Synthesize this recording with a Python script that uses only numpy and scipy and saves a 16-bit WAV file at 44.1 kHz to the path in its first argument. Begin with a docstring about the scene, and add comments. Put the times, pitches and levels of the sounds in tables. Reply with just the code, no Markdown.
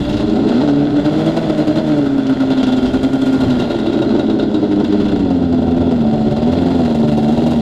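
"""A street, from a microphone on the rider's helmet, close above a two-stroke quad bike on light throttle.
The crank pumps a hum through the pipe. At speed the charge lights in short booming runs, about ten a
second; lower down the engine stumbles and lets off single pops, each with a metallic crack. Loose parts
rattle, a brake chirps and the tyres roar softly. The quad slows to a quick, regular putter as it rolls
onto gravel. A little wind rumbles on the microphone, with one hard gust midway."""
import sys
import numpy as np
from scipy import signal
from scipy.fft import rfft, irfft
from scipy.io import wavfile
from scipy.ndimage import uniform_filter1d

SR = 44100
rng = np.random.default_rng(int(sys.argv[2]) if len(sys.argv) > 2 else 0)


def store_wav(level_fs):
    """Save 16-bit WAV to argv[1]."""
    pcm = np.round(np.clip(np.atleast_2d(level_fs), -1, 1) * 32767)
    wavfile.write(sys.argv[1], SR, pcm.T.astype(np.int16))


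N = 335601
TIME = np.arange(N) / SR
HZ = np.fft.rfftfreq(N, 1 / SR)

# Single pops. Each row: start in seconds, crack in dB over the coasting engine, relative boom in dB.
POPS = [(0.09, 6, 0.5), (0.134, 2, -3.5), (0.168, 6.5, -12.5), (0.2, 6, 1), (0.272, 0, -0.5),
        (0.355, 4.5, 4.5), (0.451, -5, 6.5), (3.741, 3, 5.5), (3.785, 6, -1), (3.858, 9, -1),
        (3.927, 9, -0.5), (3.97, 5, -0.5), (4.017, 10, 1.5), (4.1, 3, 4), (4.143, 3, 8), (4.191, 10, 1.5),
        (4.298, 9, -2.5), (4.332, -5, -1.5), (4.389, 11.5, 5.5), (4.424, 7.5, 3.5), (4.541, 12, 4),
        (4.627, 6.5, 10), (4.712, 8, 8), (4.761, -1, 1), (4.796, 5, 5), (4.842, 12, -2), (4.923, 11, 8.5),
        (4.999, 8.5, 7), (5.052, 8, 2), (5.083, 9.5, -1.5), (5.116, 5, 8.5), (5.157, 8.5, 4.5),
        (5.192, 9, 3), (5.248, 1, 1.5), (5.303, 8, 4.5), (5.338, 1, -4.5), (5.42, 1.5, 6.5),
        (5.524, 5.5, 6), (5.575, -0.5, 3.5), (5.618, 3.5, 7), (5.669, 1, 5), (5.711, 5.5, 7.5),
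        (5.766, 4, 7), (5.805, 5.5, 8.5), (5.861, -3, 6), (5.911, 8, 4.5), (5.959, 1, 1), (6.007, 4, 2.5),
        (6.064, -9, 1.5), (6.128, 5, 5), (6.169, -8, -2.5), (6.207, 3, 3.5), (6.263, 0, 10.5),
        (6.309, 9, 4), (6.363, 9.5, -1), (6.419, 6, 10.5), (6.471, 5, 8), (6.519, 8.5, 5.5),
        (6.566, 3, 9.5), (6.613, 3, 11), (6.658, 5, 10.5), (6.702, 2, 5), (6.747, 0, 8.5), (6.788, 1, 9),
        (6.847, 4, 8.5), (6.897, 1, 8), (6.945, 7.5, 5.5), (6.996, 4.5, 7.5), (7.034, -3, 10),
        (7.077, 4, 8.5), (7.116, 5, 8), (7.171, 7.5, 5), (7.226, 5, 1.5), (7.279, 4, 9.5), (7.32, 6, 8),
        (7.374, 6, 9), (7.42, 3, 6), (7.462, 8.5, 9), (7.507, 8.5, 6), (7.555, 2, 2)]


def amp(db):
    """Decibels to gain."""
    return 10 ** (np.asarray(db) / 20)


def unit(x):
    """Scales to rms 1."""
    return x / np.sqrt(np.mean(x ** 2) + 1e-20)


def smooth(x, size):
    """Running mean over size samples, taken twice."""
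    return uniform_filter1d(uniform_filter1d(x, size), size)


def steady(x, size=7000):
    """Holds the slow level at rms 1 and keeps the fast beats."""
    return x / np.sqrt(abs(smooth(x ** 2, size)) + 1e-12)


def drift(size):
    """Random wander of rms 1, smoothed over size samples."""
    return unit(smooth(rng.standard_normal(N), size))


def curves(table, at=TIME):
    """Reads a table's later columns along its first, by default at every sample's time."""
    axis, *columns = np.transpose(table)
    return [np.interp(at, axis, column) for column in columns]


def response(points, hz=HZ):
    """Gain of a spectrum at the given frequencies."""
    point_hz, db = np.transpose(points)
    return amp(np.interp(np.log(hz + 1), np.log(point_hz), db))


def peaks(modes):
    """Summed gain of resonances with steep skirts."""
    return np.sqrt(sum(amp(db) ** 2 / (1 + ((HZ - hz) / width) ** 2) ** 2 for hz, width, db in modes))


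def colour(x, gain):
    """Minimum-phase filter with the given gain at each frequency of HZ."""
    coarse_gain = np.interp(np.fft.rfftfreq(8192, 1 / SR), HZ, gain)
    cepstrum = irfft(np.log(np.maximum(coarse_gain, 1e-5)))
    cepstrum[1:4096] *= 2
    cepstrum[4097:] = 0
    impulse = irfft(np.exp(rfft(cepstrum)))[:4096]
    return signal.oaconvolve(x, impulse)[:N]


def firings(pop_decay_s=.023, pop_length_s=.025, pop_shift_db=-5.5):
    """Crack and boom envelopes, 1 when coasting: a firing cracks quickly as its boom swells and fades."""
    # Runs of firing at speed. Each row: start in seconds, boom in dB over coasting, length in seconds.
    runs = [(0.462,2,0.18),(0.603,2.5,0.055),(0.673,2.5,0.04),(0.96,3.5,0.045),(1.044,5.5,0.056),(1.119,-2,0.078),(1.177,0,0.068),(1.256,7.5,0.05),(1.363,4,0.033),(1.496,8.5,0.015),(1.574,4.5,0.064),(1.669,9,0.054),(1.754,6,0.059),(1.86,-1.5,0.1),(1.973,0.5,0.033),(2.056,1.5,0.027),(2.179,9,0.028),(2.291,8.5,0.048),(2.401,8,0.031),(2.501,6.5,0.038),(2.57,4.5,0.054),(2.629,11.5,0.017),(2.664,8.5,0.045),(2.718,6,0.032),(2.762,3.5,0.039),(2.821,1.5,0.062),(2.932,6.5,0.047),(3.027,10,0.048),(3.13,8.5,0.034),(3.214,6,0.028),(3.254,3,0.054),(3.324,7,0.05),(3.4,6.5,0.058),(3.497,2.5,0.037),(3.59,3.5,0.071),(3.698,6,0.032)]
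    events = [(s, 5 + .48 * db, .63 * length, db, length) for s, db, length in runs]
    events += [(s, crack_db, pop_decay_s, db + pop_shift_db, pop_length_s) for s, crack_db, db in POPS]
    crack_power, boom_power = np.ones(N), np.ones(N)
    for s, crack_db, decay, boom_db, length in events:
        start = round(s * SR)
        part = slice(start, start + SR // 5)
        t = TIME[part] - TIME[start]
        snap = (1 - np.exp(-t / (.1 * decay))) * np.exp(-t / decay)
        swell = abs(np.sin(np.pi * np.minimum(t / length, 1))) ** .7
        crack_power[part] += (amp(crack_db) * snap) ** 2
        boom_power[part] += (amp(boom_db) * swell) ** 2
    return np.sqrt(crack_power), np.sqrt(boom_power)


def exhaust(speed, turns, boom, clearing=.04, full_pickup=190):
    """Expansion chamber: a steady hum plus the burble of uneven puffs, roughest in a flat spot."""
    # Each row: time in seconds, level in dB.
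    levels = [(0,-18.5),(.4,-11.5),(.95,-11),(1.4,-13.5),(2.2,-12),(3.4,-12),(3.68,-18),(4.05,-12.5),(4.42,-14),(4.95,-13),(7.61,-12.5)]
    # How the charge burns. Each row: turns a second, uneven share of the power, upper modes' gain in dB.
    burn = [(74.4,.17,-3.5),(79,.22,-2),(85.5,.27,-.5),(99.3,.42,2),(111,.72,7),(124,.28,3),(132,.16,2),(142,.14,0),(158,.27,-3)]
    # The chamber's rings. Each row: frequency in Hz, width in Hz, relative level in dB.
    deep_modes = [(137.3, 18.5, -6.5), (225.3, 14.9, 4.5)]
    upper_modes = [(265.5, 20.5, -2), (303.4, 59.4, -3.5), (408.3, 14, -5)]
    rough, upper_db = curves(burn, at=speed)
    pickup = smooth(np.gradient(speed, TIME), size=4000)  # turns a second gained each second
    rough *= 1 - clearing * np.clip(pickup / full_pickup, 0, 1)  # clears a little as the engine pulls
    uneven = puffs(turns, mean=.17, hiss=.085)
    rings = colour(uneven, peaks(deep_modes)) + amp(upper_db) * colour(uneven, peaks(upper_modes))
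    burble = steady(steady(rings, size=1100) * boom ** .5)
    blend = np.sqrt(1 - rough) * hum(speed, turns, boom) + np.sqrt(rough) * burble
    return amp(curves(levels)[0]) * blend


def puffs(turns, mean, hiss):
    """One puff of uneven strength every half turn, with a little turbulence."""
    beats = np.diff(np.floor(2 * turns), prepend=0) > 0
    return unit(beats * (mean + rng.standard_normal(N))) + hiss * rng.standard_normal(N)


def hum(speed, turns, boom, flutter=.29, odd_swell=.98, even_swell=1.56):
    """Low crank orders sweep through the pipe's response; the one nearest its tuning stands out."""
    # Each row: multiple of the crank speed, relative level in dB ahead of the pipe.
    orders = [(1, 0.5), (2, 1), (3, 5), (4, -4.5), (5, 4)]
    # Pipe and silencer. Each row: frequency in Hz, gain in dB.
    pipe = [(65, -29), (86, -3.5), (104, -15.5), (116, -18), (145, -8), (180, -4.5), (220, -1.5),
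            (265, 1.5), (305, -1), (345, -7), (385, -13), (430, -17), (490, -19), (600, -25.5), (800, -31)]
    out = np.zeros(N)
    for k, db in orders:
        swell = boom ** (odd_swell if k % 2 else even_swell)
        out += amp(db) * response(pipe, k * speed) * order_tone(turns, k, flutter) * swell
    return steady(out)


def order_tone(turns, k, flutter):
    """One multiple of the crank speed, wavering in strength."""
    waver = 1 + flutter * drift(900)
    return waver * np.cos(2 * np.pi * (k * turns + rng.random()))


def rasp(turns, crack, boom):
    """Sharp puffs excite the tailpipe's rings."""
    # Each row: frequency in Hz, width in Hz, relative level in dB.
    modes = [(504, 64.5, -3), (592.8, 35.5, 4.5), (672.4, 14, 2), (750, 36, -1.5), (867, 41, -10.5),
             (920, 244, -18.5)]
    slaps = puffs(turns, mean=.6, hiss=.4) * crack ** .75 * boom ** .35
    return steady(colour(slaps, peaks(modes)))


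def putter(speed, level_db=-27, strengths=(1, .4, 1, .35, .55), spread_db=3.5):
    """Each pop sends a few sharp puffs, half a turn apart, down the ringing pipe and silencer."""
    # Each row: frequency in Hz, width in Hz, relative level in dB.
    modes = [(342.5,39,1),(411,21,4),(553,39,-5.5),(587,20,-7.5),(689,6.1,-4),(735,27.4,-5),(931,40,-12.5),(1344,32,-22)]
    slaps = np.zeros(N + SR)
    for s, _, db in POPS:
        half_turn_s = .5 / np.interp(s, TIME, speed)
        for k, strength in enumerate(strengths):
            at = round((s + k * half_turn_s) * SR)
            slaps[at] += strength * amp(db + spread_db * rng.standard_normal())
    return amp(level_db) * unit(colour(slaps[:N], peaks(modes)))


def whine(speed, turns, boom, flutter=.36, swell=.9, slip=.032):
    """High crank orders light up as they cross the tailpipe's tuning, and get ragged at speed."""
    # Each row: multiple of the crank speed, relative level in dB.
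    orders = [(4, 6), (5, -7), (6, -10), (7, -5), (8, -9), (9, 2.5), (10, 4)]
    # Each row: frequency in Hz, gain in dB.
    tailpipe = [(450,-19.5),(540,-6.5),(595,-3),(640,-2.5),(672,1),(705,-9.5),(742,7.5),(790,-12),(900,-18.5),(1300,-37.5)]
    # Each row: time in seconds, level in dB.
    levels = [(0,-42),(.58,-38),(.72,-31),(.88,-34),(1.15,-30),(1.65,-27),(2.1,-34),(3.4,-33),(4.2,-38),(5.9,-36),(6.06,-27.5),(6.26,-26.5),(6.4,-34),(6.65,-30),(6.95,-33),(7.17,-29),(7.37,-27),(7.61,-34)]
    strain = (speed / speed.max()) ** 2
    ragged_turns = turns + slip * strain * drift(300)
    tones = sum(amp(db) * response(tailpipe, k * speed) * order_tone(ragged_turns, k, flutter * strain)
                for k, db in orders)
    return amp(curves(levels)[0]) * steady(tones * boom ** (swell * np.sqrt(strain)))


def clatter(turns, decay_turns, spread_db):
    """Piston and port noise: a burst of uneven size every half turn over an even hiss."""
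    stroke = (2 * turns).astype(int)
    sizes = amp(spread_db * rng.standard_normal(N))[stroke]
    bursts = sizes * np.exp(-(turns % .5) / decay_turns)
    return unit((1 + bursts) * rng.standard_normal(N))


def cases(blows):
    """Cylinder and cases clatter; each of their rings comes and goes on its own."""
    # The broad clatter. Each row: frequency in Hz, relative level in dB.
    spectrum = [(400, -6.5), (900, 10), (1200, 3), (1650, 2), (2000, 2), (2400, -5), (3300, 0.5),
                (4200, -4), (5200, -10), (5900, -15.5), (7600, -19), (8500, -32), (11000, -25),
                (16000, -57.5)]
    # The rings on top of it. Each row: frequency in Hz, width in Hz, relative level in dB.
    modes = [(2704, 250, 2), (3447, 190, 6), (3700, 450, -7.5), (4138, 71, 10), (4773, 110, 6),
             (7600, 600, 3)]
    body = response(spectrum)
    out = colour(blows, body * np.hypot(1, peaks(modes) / 2))
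    shake = np.sqrt(abs(smooth(blows ** 2, size=40)))
    for mode in modes:
        wander = amp(2.2 * drift(3000) - 2.5)
        out += wander * colour(shake * rng.standard_normal(N), body * peaks([mode]))
    return steady(out)


def wall_ring(knocks, force):
    """The thin pipe wall sings on one sharp mode or buzzes on the dull cluster around it."""
    # Each row: frequency in Hz, width in Hz, relative level in dB.
    sharp_mode = [(1411, 18, 0)]
    cluster = [(1283, 51, -1.4), (1483, 126, 0.42)]
    # Each row: time in seconds, share of the wall's power in the sharp mode.
    shares = [(0, 0.86), (.7, 0.06), (1.6, 0.05), (2.3, 0.28), (3.1, 0.72), (3.7, 0.82), (4.1, 0.13),
              (7.6, 0.69)]
    sharp, = curves(shares)
    song = steady(colour(knocks, peaks(sharp_mode)), size=700) * smooth(force, size=400)
    buzz = colour(knocks * force, peaks(cluster))
    return np.sqrt(sharp) * steady(song) + np.sqrt(1 - sharp) * steady(buzz)


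def pinging(knocks, crack):
    """Two thin metal parts ping at each firing and ring on briefly."""
    # Each row: frequency in Hz, width in Hz, how sharply the part answers a firing.
    parts = [(2755, 55, 2.4), (3775, 60, 2.4)]
    # Each row: time in seconds, lower ping in dB, upper ping in dB.
    levels = [(0,-42,-44),(.45,-56,-49),(2.1,-56.5,-66),(2.65,-44,-45),(3.25,-56,-55),(3.6,-44,-41),(4.4,-53,-41),(5.0,-53,-49),(5.4,-58,-64),(7.61,-49,-44.5)]
    out = np.zeros(N)
    for (hz, width, sharpness), db in zip(parts, curves(levels)):
        pole = np.exp(-2 * np.pi * width / SR)
        swell = np.sqrt(signal.lfilter([1 - pole], [1, -pole], crack ** (2 * sharpness)))
        ring = steady(colour(knocks, peaks([(hz, width, 0)])), size=700)
        out += amp(db) * steady(ring * swell, size=12000)
    return out


def sizzle(turns, crack):
    """The top of the piston and port noise flares with each crack."""
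    # Each row: frequency in Hz, relative level in dB.
    spectrum = [(3000, -22.5), (5000, 4.5), (7000, 6), (9000, 0), (11000, -5), (12500, -4.5), (13800, -18),
                (15000, -28.5)]
    # Each row: time in seconds, level in dB.
    levels = [(0,-49),(.38,-63),(.85,-62),(1.25,-51),(1.78,-53),(2.12,-58),(2.65,-52.5),(3.3,-48),(3.9,-59),(4.62,-68),(4.95,-61),(5.45,-65),(6.15,-62.5),(6.6,-55),(7.61,-49.5)]
    flares = clatter(turns, decay_turns=.075, spread_db=.5) * crack ** 2
    return amp(curves(levels)[0]) * steady(colour(flares, response(spectrum)))


def brake_squeal(pitch_hz=3166, waver=.0012):
    """The brake disc sings a thin, nearly pure note each time it rubs."""
    # Each row: middle in seconds, peak in dB, length in seconds.
    chirps = [(2.36,-43,.05),(2.53,-39,.055),(2.61,-36,.075),(2.715,-37,.055),(2.8,-37,.06),(2.89,-35.5,.07),(2.985,-37.5,.055),(3.07,-37.5,.055),(3.155,-37,.065),(3.245,-36.5,.07),(3.325,-38.5,.055),(3.465,-41,.045),(3.555,-38,.05),(3.64,-40,.045),(3.765,-39,.045)]
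    level = sum(amp(db) * np.cos(np.pi * np.clip((TIME - s) / length, -.5, .5))
                for s, db, length in chirps)
    hz = pitch_hz * (1 + waver * drift(500))
    return level * np.sin(2 * np.pi * np.cumsum(hz) / SR)


def rattles(clicks_per_s=1500, hiss=.7, pop_shift_db=-47.5, pop_decay_s=.0094):
    """Loose parts give short, dying bursts of metallic clicks, most on an engine firing."""
    # Short rattles and ticks. Each row: start in seconds, peak in dB, decay in seconds.
    rattle_bursts = [(.094,-39,0.044),(.128,-39,0.034),(.168,-44,0.056),(.297,-34,.01),(.49,-31,0.0078),(.555,-33,0.01),(.684,-35,0.028),(2.268,-28.5,0.0078),(2.58,-38,.02),(2.63,-27,0.015),(2.669,-36,.013),(2.722,-36,0.015),(2.858,-33,0.03),(3.503,-30,.014),(3.6,-31,0.0099)]
    # Each row: frequency in Hz, relative level in dB.
    spectrum = [(1200,-22),(2300,-7),(2800,2.5),(3400,0.5),(4200,-1.5),(5500,-7.5),(7600,-16.5),(9000,-23),(12500,-38.5),(15000,-65)]
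    pop_bursts = [(s, crack_db + pop_shift_db, pop_decay_s) for s, crack_db, _ in POPS]
    level = np.zeros(N)
    for s, db, decay in rattle_bursts + pop_bursts:
        part = slice(round(s * SR), round(s * SR) + SR // 4)
        level[part] += amp(db) * np.exp(-(TIME[part] - s) / decay)
    clicks = unit((rng.random(N) < clicks_per_s / SR) * rng.choice([-1, 1], N))
    return level * unit(colour(clicks + hiss * rng.standard_normal(N), response(spectrum)))


def tyres():
    """Knobbly tread gives a soft, broad roar on the asphalt while the quad is fast."""
    # Each row: time in seconds, level in dB.
    levels = [(0,-60),(.85,-44),(1.3,-40),(1.8,-41.5),(2.4,-45),(3.4,-42),(4.2,-56),(5.5,-69.5)]
    # Each row: frequency in Hz, relative level in dB.
    spectrum = [(300,-12.5),(900,0.5),(1300,-3),(1900,-1),(2400,-7.5),(3200,-16.5),(6000,-20),(14000,-45.5)]
    return amp(curves(levels)[0]) * unit(colour(rng.standard_normal(N), response(spectrum)))


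def gravel(clicks_per_s=280, spread_db=5):
    """Small stones click against each other under the tyres."""
    # Each row: time in seconds, level in dB.
    levels = [(0, -70), (6.2, -73), (6.5, -64), (7.0, -47), (7.6, -46)]
    # Each row: frequency in Hz, relative level in dB.
    spectrum = [(500, -37.5), (1500, -12.5), (3500, 13.5), (6000, -7), (9000, -18), (13000, -22.5),
                (16000, -38)]
    hits = rng.random(N) < clicks_per_s / SR
    sizes = amp(spread_db * np.minimum(rng.exponential(1, N), 3))
    clicks = hits * sizes * rng.choice([-1, 1], N)
    return amp(curves(levels)[0]) * unit(colour(clicks, response(spectrum)))


def wind(breeze_db=-36, lump_db=2):
    """Lumpy low rumble on the microphone: a light breeze and a few gusts."""
    # Each row: middle in seconds, peak in dB, half width in seconds.
    gusts = [(.03,-23.5,0.33),(.9,-39,0.27),(2.92,-26.5,0.15),(3.5,-24,0.1),(3.74,-32,0.03),(5.15,-27,0.2),(5.77,-24,0.057),(6.3,-25,0.14)]
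    # Each row: frequency in Hz, relative level in dB.
    spectrum = [(10, -8.5), (25, -15), (55, -3.5), (90, -3.5), (140, -6.5), (300, -35.5), (1000, -63),
                (4000, -89)]
    gust_power = sum(amp(db) ** 2 * np.exp(-2 * ((TIME - s) / width) ** 2) for s, db, width in gusts)
    lumps = amp(lump_db * drift(3000))
    rumble = steady(lumps * colour(rng.standard_normal(N), response(spectrum)), size=4000)
    return np.sqrt(amp(breeze_db) ** 2 + gust_power) * rumble


def rush(rough_db=.5):
    """One hard gust tears past the helmet in a short, rough rush."""
    # Each row: time in seconds, level in dB.
    levels = [(3.2,-60),(3.33,-35),(3.44,-16.5),(3.53,-20.5),(3.63,-23),(3.72,-26),(3.9,-63)]
    # Each row: frequency in Hz, relative level in dB.
    spectrum = [(40,-14.5),(90,-1.5),(200,5),(300,0.5),(420,-5.5),(560,-11.5),(750,-12.5),(1000,-19.5),(1300,-21.5),(2500,-37),(6000,-60.5)]
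    lumps = amp(rough_db * drift(300))
    air = steady(lumps * colour(rng.standard_normal(N), response(spectrum)), size=2000)
    return amp(curves(levels)[0]) * air


def scene():
    """The engine close below the microphone, with brake, loose parts, tyres and wind around it; mono."""
    # Each row: time in seconds, crank speed in turns a second.
    crank_speeds = [(0,96),(.48,109),(.58,123),(.64,151),(.72,141),(.87,146),(1.0,146),(1.15,155),(1.38,165),(1.52,154),(1.7,152),(1.8,159),(2.05,140.3),(2.27,133),(2.48,133),(2.61,130),(2.8,126.6),(3.07,133.5),(3.39,132),(3.8,111),(4.15,112.7),(4.62,101.2),(5.05,101.3),(5.36,87.5),(5.66,83.5),(5.87,86),(6.05,74.2),(6.3,72.6),(6.4,75),(6.53,85.4),(6.72,89),(6.9,77.4),(7.1,74.2),(7.27,73.9),(7.39,79.4),(7.48,79.4),(7.61,77)]
    # Each row: time in seconds, throttle opening from 0 to 1.
    openings = [(.13,0.76),(.35,0.48),(.6,0.89),(.88,0.16),(1.02,0.71),(1.3,0.61),(1.85,0.51),(2.15,0.2),(2.55,0.86),(3.15,0.45),(3.5,0.7),(4.62,0.26),(4.98,0.67),(5.42,0.16),(6.1,0.58),(6.55,0.9),(7.61,0.83)]
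    # With the throttle closed. Each row: turns a second, then rasp, cases and pipe wall in dB.
    closed_levels = [(75.97,-29.5,-42,-48.5),(80.9,-27,-41,-44.5),(93,-31.5,-39.5,-45.5),(112.6,-27.5,-37.5,-39),(132,-28.5,-36.5,-36),(141,-26.5,-38,-39),(157,-26,-36.5,-40.5)]
    speed, = curves(crank_speeds)
    throttle, = curves(openings)
    rasp_db, cases_db, wall_db = curves(closed_levels, at=speed)
    turns = np.cumsum(speed * (1 + .005 * drift(600))) / SR  # the crank never turns quite evenly
    crack, boom = firings()
    # Every firing knocks the pipe wall, the cases and the thin parts.
    knocks = clatter(turns, decay_turns=.11, spread_db=5.5)
    metal = (amp(wall_db) * wall_ring(knocks, crack ** .82 * boom ** .87)
             + amp(cases_db + 8 * throttle) * cases(knocks * crack ** .66 * boom ** .62)
             + pinging(knocks, crack) + sizzle(turns, crack))
    pipe = (exhaust(speed, turns, boom)
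            + amp(rasp_db + 4 * throttle) * rasp(turns, crack, boom)
            + whine(speed, turns, boom) + putter(speed))
    return (pipe + metal + brake_squeal() + rattles() + tyres() + gravel() + wind() + rush())[None]


def record(dry, limit_db=-10.5, ratio=7.5, cutoff_hz=15650, fade_s=.002):
    """A quick limiter flattens the booms; peaks are rounded, the ends eased and the top treble cut."""
    power_db = 10 * np.log10(abs(smooth(dry[0] ** 2, size=400)) + 1e-12)
    held = dry / amp(np.maximum(power_db - limit_db, 0) * (1 - 1 / ratio))
    rounded = held / (1 + held ** 6) ** (1 / 6)
    fade = np.minimum(np.minimum(TIME, TIME[::-1]) / fade_s, 1)
    lowpass = signal.firwin(511, cutoff_hz, window=("kaiser", 9), fs=SR)
    return signal.oaconvolve(rounded * fade, lowpass[None], "same")


dry = scene()
out = record(dry)
store_wav(out)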